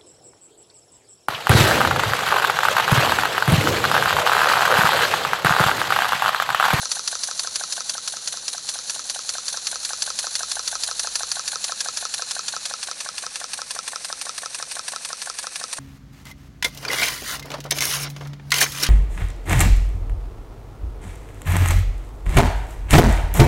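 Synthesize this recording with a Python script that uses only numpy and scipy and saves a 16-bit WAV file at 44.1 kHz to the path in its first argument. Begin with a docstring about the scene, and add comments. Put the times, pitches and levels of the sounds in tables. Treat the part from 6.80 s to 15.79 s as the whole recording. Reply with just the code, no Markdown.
"""A twin-cylinder model steam engine runs on compressed air on a garden slab, about six turns a second.
Soft outdoor rumble and leaking air, both shaped noise, are there from the start. Turn after turn, we hear a puff,
a thud, a knock with a steel tick, two faint thuds, then a bigger puff with a sharp clack: blows ring sines.
The engine slows after a second and recovers; a low drone, a plain sine, swells between three and five seconds.
From about six seconds the microphone is mostly round at the side, no longer facing the cylinder ends."""
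import sys
import numpy as np
from scipy import signal
from scipy.fft import rfft, irfft, next_fast_len
from scipy.io import wavfile

SR = 44100
rng = np.random.default_rng(int(sys.argv[2]) if len(sys.argv) > 2 else 0)


def master(y):
    """Save y as 16-bit WAV."""
    cut = np.clip(np.atleast_2d(y).T, -1, 1)
    pcm = np.round(cut * 32767)  # scale
    wavfile.write(sys.argv[1], SR, pcm.astype(np.int16))


N = 396459
TIME = np.arange(N) / SR


def from_db(db):
    """Decibels to gain."""
    return 10 ** (np.asarray(db) / 20)


def in_time(rows):
    """Each column of a table of moments, read at every sample."""
    seconds, *columns = np.transpose(rows)
    return [np.interp(TIME, seconds, column) for column in columns]


def over_turn(rows, angle):
    """Each column of a one-turn table, read at the given crank angles."""
    share, *columns = np.transpose(rows)
    return [np.interp(angle, share, column) for column in columns]


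def coloured(hz, level_db):
    """Noise with the given loudness in dB per Hz, fading below the lowest pitch listed."""
    size = next_fast_len(N, True)
    bins = np.maximum(np.arange(size // 2 + 1) * SR / size, 1)
    gain = from_db(np.interp(np.log(bins), np.log(hz), level_db))
    gain *= np.minimum(bins / hz[0], 1) ** 2
    noise = irfft(rfft(rng.standard_normal(size)) * gain, size)[:N]
    return noise * np.sqrt(SR / 2)


# The crank speed times every blow and puff. Each row: time in seconds, turns a minute.
CRANK_SPEED = [(0, 372.8), (.49, 378.6), (1.09, 346.5), (1.41, 295.4), (1.8, 285.6), (2.07, 291.5),
               (2.5, 315.2), (2.78, 317.4), (3.11, 347.6), (3.42, 364.2), (4.01, 378.6), (5.08, 362.5),
               (5.48, 350.9), (6.1, 342), (6.65, 338.9), (7.04, 353.8), (7.48, 362), (8.99, 349.9)]
# Turns are counted from the first clack; the beat skips ahead once near the start.
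FIRST_CLACK_S = .1158
SKIP_S, SKIP_TURNS = .095, .14


def crank_turns():
    """Adding up the speed gives the turns made since the first clack, at every sample."""
    turns = np.cumsum(in_time(CRANK_SPEED)[0]) / (60 * SR)
    turns += SKIP_TURNS * (TIME > SKIP_S)
    return turns - np.interp(FIRST_CLACK_S, TIME, turns)


def passes(share):
    """The moments in seconds at which the crank passes a given share of its turn."""
    return TIME[1:][np.diff(np.floor(crank_turns() - share)) > 0]


# The outdoor background. Each row: pitch in Hz, loudness in dB per Hz.
GARDEN_NOISE = [(20, -93), (40, -87.5), (70, -85.5), (105, -90.5), (140, -84), (200, -84.5), (290, -86.5),
                (370, -92), (520, -80.5), (900, -100), (4000, -120)]


def garden_rumble():
    """Soft outdoor rumble: steady noise, strongest in the low pitches."""
    return coloured(*np.transpose(GARDEN_NOISE))


# How hard the air is fed. 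Each row: time in seconds, exhaust level in dB, leak level in dB.
AIR_SUPPLY = [(0, -0.5, 1), (.8, 0, 0.5), (1.3, -2.5, -1.5), (1.9, -2, -1.5), (2.5, -1.5, -1),
              (3.2, -1, 0.5), (4, 0, 0.5), (4.7, -0.5, 0), (5.7, -2, 0), (6.3, -2, 0), (7, -0.5, 0.5),
              (8.99, -1, 0.5)]


def air_supply():
    """The slow changes of exhaust and leak level, in dB."""
    return in_time(AIR_SUPPLY)


def jet(spectrum, flow_db, side):
    """Turbulent air through a port; it flutters, and its colour depends on the side it is heard from."""
    hz, front_db, side_db = np.transpose(spectrum)
    front_hiss = np.sqrt(1 - side) * coloured(hz, front_db)
    side_hiss = np.sqrt(side) * coloured(hz, side_db)
    # one random value about every 128 samples
    eddies = np.interp(TIME, np.linspace(0, TIME[-1], N // 128), rng.standard_normal(N // 128))
    return (front_hiss + side_hiss) * from_db(flow_db + 1.63 * eddies)


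def brighten(x, top_db):
    """Raise or lower the highest hiss, above 7540 Hz."""
    top = signal.sosfiltfilt(signal.butter(4, 7540, "high", fs=SR, output="sos"), x)
    return x + (from_db(top_db) - 1) * top


# The colour of the leak, before its flow sets the level.
# Each row: pitch in Hz, dB per Hz from the front, dB per Hz from the side.
LEAK_COLOUR = [(354, -38, -39.5), (550, -24.5, -27), (1600, -17.5, -21), (2280, -24.5, -21.5),
               (2350, -20.5, -19.5), (3240, -18, -23), (4230, -6.5, -14), (5100, -13.5, -18),
               (5760, -8.5, -13), (7500, -10.5, -21.5), (7500, -15.5, -17), (8660, -15, -16),
               (10380, -11.6, -18.6), (12040, -32.5, -36)]
# How the leak changes over one turn. Each row: share of the turn, level in dB, extra top hiss in dB.
LEAK_OVER_TURN = [(0, 3, -5.5), (.1, 2.5, 1), (.15, -0.5, 2), (.18, -1, 6), (.23, -0.5, 3), (.35, 1, 1),
                  (.46, 2.5, -.5), (.56, 1.7, -4.5), (.7, -2.5, -0.5), (.725, 1.3, -.5), (.78, -.3, 0),
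                  (.86, 1.2, 2.3), (.94, 2.7, 0), (1, 4.5, -1.5)]


def valve_leak(side):
    """Air leaks past the valves all the while, stronger and brighter at some crank angles."""
    gap_db, gap_top_db = over_turn(LEAK_OVER_TURN, crank_turns() % 1)
    leak_db = air_supply()[1]
    return brighten(jet(LEAK_COLOUR, leak_db + gap_db - 61.0, side), gap_top_db)


def puff(shape):
    """Flow in dB through an exhaust port: it opens quickly, holds, then dies away as the cylinder empties."""
    opens, opening, hold, fall_db, level_db = shape
    since = (crank_turns() - opens) % 1
    gap = np.clip(since / opening, 1e-3, 1)
    dying = np.maximum(since - opening - hold, 0)
    return level_db + 40 * np.log10(gap) - fall_db * dying


# The colour of the second puff, before its flow sets the level.
# Each row: pitch in Hz, dB per Hz from the front, dB per Hz from the side.
SECOND_COLOUR = [(305, -24, -21), (503, -16, -12), (1470, -11, -14), (2120, -15.5, -12), (3080, -9, -14.5),
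                 (4130, 0.4, -6.9), (5300, -13.5, -14.5), (6040, 0.6, -7.5), (8150, -13, -9.5),
                 (9040, -2, -5), (9770, -0.5, -12.5), (12200, -25, -25)]
# The single row: port opens at, opening time and hold as shares of the turn, fall in dB per turn, level in dB.
SECOND_FLOW = (.228, .014, .028, 230, -59.5)


def second_exhaust(side):
    """A puff of air rushes out of the second port about a quarter turn after the clack."""
    return jet(SECOND_COLOUR, air_supply()[0] + puff(SECOND_FLOW), side)


def ring(force, hz, t60):
    """A unit click sets a sine of height 1 ringing; it falls 60 dB in t60 seconds."""
    r, w = from_db(-60 / (t60 * SR)), 2 * np.pi * hz / SR
    return signal.lfilter([0, np.sin(w)], [1, -2 * r * np.cos(w), r * r], force + 1e-18)


# strength of the part of the chatter that differs from turn to turn
LOOSENESS = 0.52


def blows(times, level_db, modes, side, chatter_db, chatter_s, rise_t60):
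    """Slack parts meet with a click and chatter briefly, much alike on every turn; the same modes answer."""
    clicks = np.zeros(N)
    clicks[np.clip(np.round(times * SR).astype(int), 0, N - 1)] = from_db(level_db)
    t = np.arange(SR // 20) / SR
    fade = np.exp(-t / chatter_s)
    fade *= from_db(chatter_db) / np.linalg.norm(fade)
    # the contact is spread in time but holds all pitches evenly
    contact = rfft((t == 0) + fade * rng.standard_normal(len(t)))
    contact = irfft(contact / np.abs(contact))[:len(t) // 2]
    loose = np.abs(signal.oaconvolve(clicks, fade)[:N]) * rng.standard_normal(N)
    force = signal.oaconvolve(clicks, contact)[:N] + LOOSENESS * loose
    out = np.zeros(N)
    for k, (hz, front_db, side_db, t60) in enumerate(modes):
        drive = (-1) ** k * force * from_db(front_db + side * (side_db - front_db))
        # the ring swells for a moment as the blow spreads through the frame
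        out += ring(drive, hz, t60) - ring(drive, hz, 1 / (1 / t60 + 1 / rise_t60))
    return out


# The push of the pistons sags as the engine slows. Each row: time in seconds, push in dB.
PISTON_PUSH = [(0, -.6), (1, -1.1), (1.36, -6.2), (2.15, -6.2), (2.42, -3.2), (3.1, -1), (3.9, .7),
               (5.7, .5), (6.4, -1), (7, 0), (8.3, -.4), (8.99, .8)]
# chance difference between one blow and the next
SCATTER_DB = .4


def strokes(share, lag_s, force, side):
    """Time and level of a once-a-turn blow; a part crosses its slack (the lag), then strikes with the push."""
    front_db, side_db, follows = force
    times = passes(share) + lag_s
    level_db = front_db + side * (side_db - front_db) + follows * in_time(PISTON_PUSH)[0]
    return times, np.interp(times, TIME, level_db) + SCATTER_DB * rng.standard_normal(len(times))


# What the first rod's thud rings with.
# Each row: pitch in Hz, dB from the front, dB from the side, time to fall 60 dB in seconds.
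THUD_RINGS = [(526, -5.5, -1.5, 0.028), (694, 8, 9.5, 0.02), (843, 9, 6.5, .02), (1108, -2.5, 7.5, 0.032),
              (1420, -0.5, 2.5, 0.033), (1554, 12.5, 11, 0.015), (1786, 1, 9, 0.02), (4220, -6, -10, .012)]
# The single row: dB from the front, dB from the side, share of the push that it follows.
THUD_STRENGTH = (-30.2, -33.4, .7)


def rod_thud(side):
    """The load reverses on the first rod, and its slack bearing thuds."""
    times, level_db = strokes(.295, .0036, THUD_STRENGTH, side)
    return blows(times, level_db, THUD_RINGS, side, chatter_db=-5.5, chatter_s=0.0057, rise_t60=0.012)


# the share of the turn where the load reverses on the second rod
KNOCK_AT = .448
# What the second rod's knock rings with.
# Each row: pitch in Hz, dB from the front, dB from the side, time to fall 60 dB in seconds.
KNOCK_RINGS = [(500, -4, -3.5, 0.028), (820, 5.5, 6.5, 0.011), (1053, 1.5, -2.5, 0.024),
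               (1308, 11.5, 12.5, 0.024), (1493, 14.5, 13, 0.0095), (2520, 4, 4, 0.01)]
# The single row: dB from the front, dB from the side, share of the push that it follows.
KNOCK_STRENGTH = (-26.6, -26, 1.2)


def rod_knock(side):
    """The load reverses on the second rod, which knocks the bed."""
    times, level_db = strokes(KNOCK_AT, .0058, KNOCK_STRENGTH, side)
    return blows(times, level_db, KNOCK_RINGS, side, chatter_db=-8.0, chatter_s=.005, rise_t60=0.018)


# What the steel tick rings with.
# Each row: pitch in Hz, dB from the front, dB from the side, time to fall 60 dB in seconds.
TICK_RINGS = [(3940, 1, 6.5, 0.0036), (4550, -2.5, -6.5, 0.014), (5050, 1, 7, 0.0049), (5780, 5, 5, 0.0058),
              (6100, 5.5, 2.5, 0.0081), (7240, -13, -5, 0.0059), (9200, -5, 2, 0.0036)]
# The single row: dB from the front, dB from the side, share of the push that it follows.
TICK_STRENGTH = (-17.3, -20.2, .7)


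def steel_tick(side):
    """A short, high steel tick comes with the second rod's knock."""
    times, level_db = strokes(KNOCK_AT, .0057, TICK_STRENGTH, side)
    return blows(times, level_db, TICK_RINGS, side, chatter_db=-7.0, chatter_s=0.0024, rise_t60=0.0011)


# The load reverses twice on the first rod's way back. The two values are shares of the turn.
RETURNS_AT = (.758, .793)


def return_thuds(side):
    """The first rod thuds faintly twice on its way back, ringing with the same pitches as its main thud."""
    times = np.concatenate([passes(share) for share in RETURNS_AT])
    return blows(times, -52.5, THUD_RINGS, side, chatter_db=-5.0, chatter_s=0.0026, rise_t60=0.0056)


# The colour of the main puff, before its flow sets the level.
# Each row: pitch in Hz, dB per Hz from the front, dB per Hz from the side.
MAIN_COLOUR = [(307, -32.5, -41.5), (500, -16, -17.4), (1010, -10, -7.0), (1710, -7, -9.6),
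               (2080, -10, -9.5), (2780, -20, -14), (3030, -8, -14.5), (4270, -6, -4.5), (5240, -5, -8.5),
               (5760, 0.6, -5.5), (7630, -6.5, -13), (8500, -7, -3), (10250, -1.5, -7), (12200, -22, -22)]
# The single row: port opens at, opening time and hold as shares of the turn, fall in dB per turn, level in dB.
MAIN_FLOW = (-.008, .018, .038, 280, -58.3)


def main_exhaust(side):
    """The main puff of air rushes out of its port, which opens just before the clack."""
    return jet(MAIN_COLOUR, air_supply()[0] + puff(MAIN_FLOW), side)


# What the clack rings with.
# Each row: pitch in Hz, dB from the front, dB from the side, time to fall 60 dB in seconds.
CLACK_RINGS = [(687, -21, -16.5, 0.015), (1023, -26, -18, 0.023), (1370, -16.5, -19, 0.024),
               (1698, -15, -7, 0.023), (2433, -13.5, -4.5, 0.012), (2726, -13, -4, 0.015),
               (3450, -4, 1, 0.0082), (4460, 5.5, 0, 0.012), (5120, -3, -3.5, 0.016), (5980, 2, 0.5, .011),
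               (7040, -1, -5, 0.011), (8540, -8, -1, .01)]
# The single row: dB from the front, dB from the side, share of the push that it follows.
CLACK_STRENGTH = (-13.6, -21.7, .3)


def valve_clack(side):
    """The valve gear gives a sharp metal clack as each turn begins."""
    times, level_db = strokes(0, 0, CLACK_STRENGTH, side)
    return blows(times, level_db, CLACK_RINGS, side, chatter_db=-0.5, chatter_s=0.0033, rise_t60=.003)


# The level of the far-off drone. Each row: time in seconds, level in dB.
DRONE_LEVEL = [(0, -77), (2.55, -77), (3, -66), (3.5, -68), (3.75, -62), (4.35, -61), (5.05, -77),
               (8.99, -78)]


def far_drone():
    """A low, far-off drone, a sine of 57.3 Hz, swells and fades."""
    return np.sqrt(2) * np.sin(2 * np.pi * 57.3 * TIME) * from_db(in_time(DRONE_LEVEL)[0])


# The resonances of ports and pipes. Each row: pitch in Hz, width in Hz, then plain gains:
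# from the front, from the side, at the pipe mouth.
PORT_TONES = [(1710, 70, 0, 0.082, .8), (2550, 180, 0.066, .2, 0.58), (4160, 230, 0.42, -0.049, 0.12),
              (6070, 280, 0.26, .25, -0.23), (7140, 280, 0.4, 0, .1), (8840, 450, 0, 0.49, -0.023),
              (10200, 360, 0.37, -0.047, -0.064)]


def air(side, top_db, pipe_share):
    """All the air noise; the top hiss is beamed, and the pipe tones stand out as the pipe mouth passes."""
    hiss = main_exhaust(side) + second_exhaust(side) + valve_leak(side)
    pipes = np.zeros(N)
    for hz, width, front, beside, mouth in PORT_TONES:
        tone = signal.lfilter(*signal.iirpeak(hz, hz / width, fs=SR), hiss)
        pipes += tone * (front + side * (beside - front) + pipe_share * mouth)
    return brighten(0.91 * hiss + pipes, top_db)


def linkage(side):
    """All the blows of the moving parts."""
    rods = rod_thud(side) + return_thuds(side) + rod_knock(side) + steel_tick(side)
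    return valve_clack(side) + rods


def surroundings(x, wet_db, t60):
    """Slab, pots and fence scatter each blow into a short tail, alike on every turn."""
    t = np.arange(SR // 8) / SR
    echoes = rng.standard_normal(len(t)) * from_db(-60 * t / t60) * (t > .004)
    tail = signal.fftconvolve(x, echoes / np.linalg.norm(echoes))[:N]
    return x + from_db(wet_db) * tail


# The path of the microphone. Each row: time in seconds, place from 0 (front) to 1 (side),
# gain of the beamed top hiss in dB, nearness to the pipe mouth (no unit).
MICROPHONE_PATH = [(0, 0.075, -2, -1), (2.5, 0.11, -1, 0), (4.3, 0.096, -0.5, 0.075), (5, 0.21, -1, 1.2),
                   (5.75, 0.32, -3, 1), (6.15, 0.84, -2, 0.6), (6.5, 0.88, -2, 0.65), (6.9, 0.95, -1, 0),
                   (8.99, 1, 0, 0.53)]


def scene():
    """The engine in the garden, heard from the moving microphone."""
    side, top_db, pipe_share = in_time(MICROPHONE_PATH)
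    side = np.clip(side, 0, 1)
    blows_heard = surroundings(linkage(side), wet_db=-18.5, t60=0.057)
    background = garden_rumble() + far_drone()
    return (blows_heard + air(side, top_db, pipe_share) + background)[None]


def record(dry):
    """The recorder cuts the top steeply above 12150 Hz."""
    return signal.sosfilt(signal.ellip(10, .2, 70, 12150, fs=SR, output="sos"), dry)


dry = scene()
out = record(dry)
master(out)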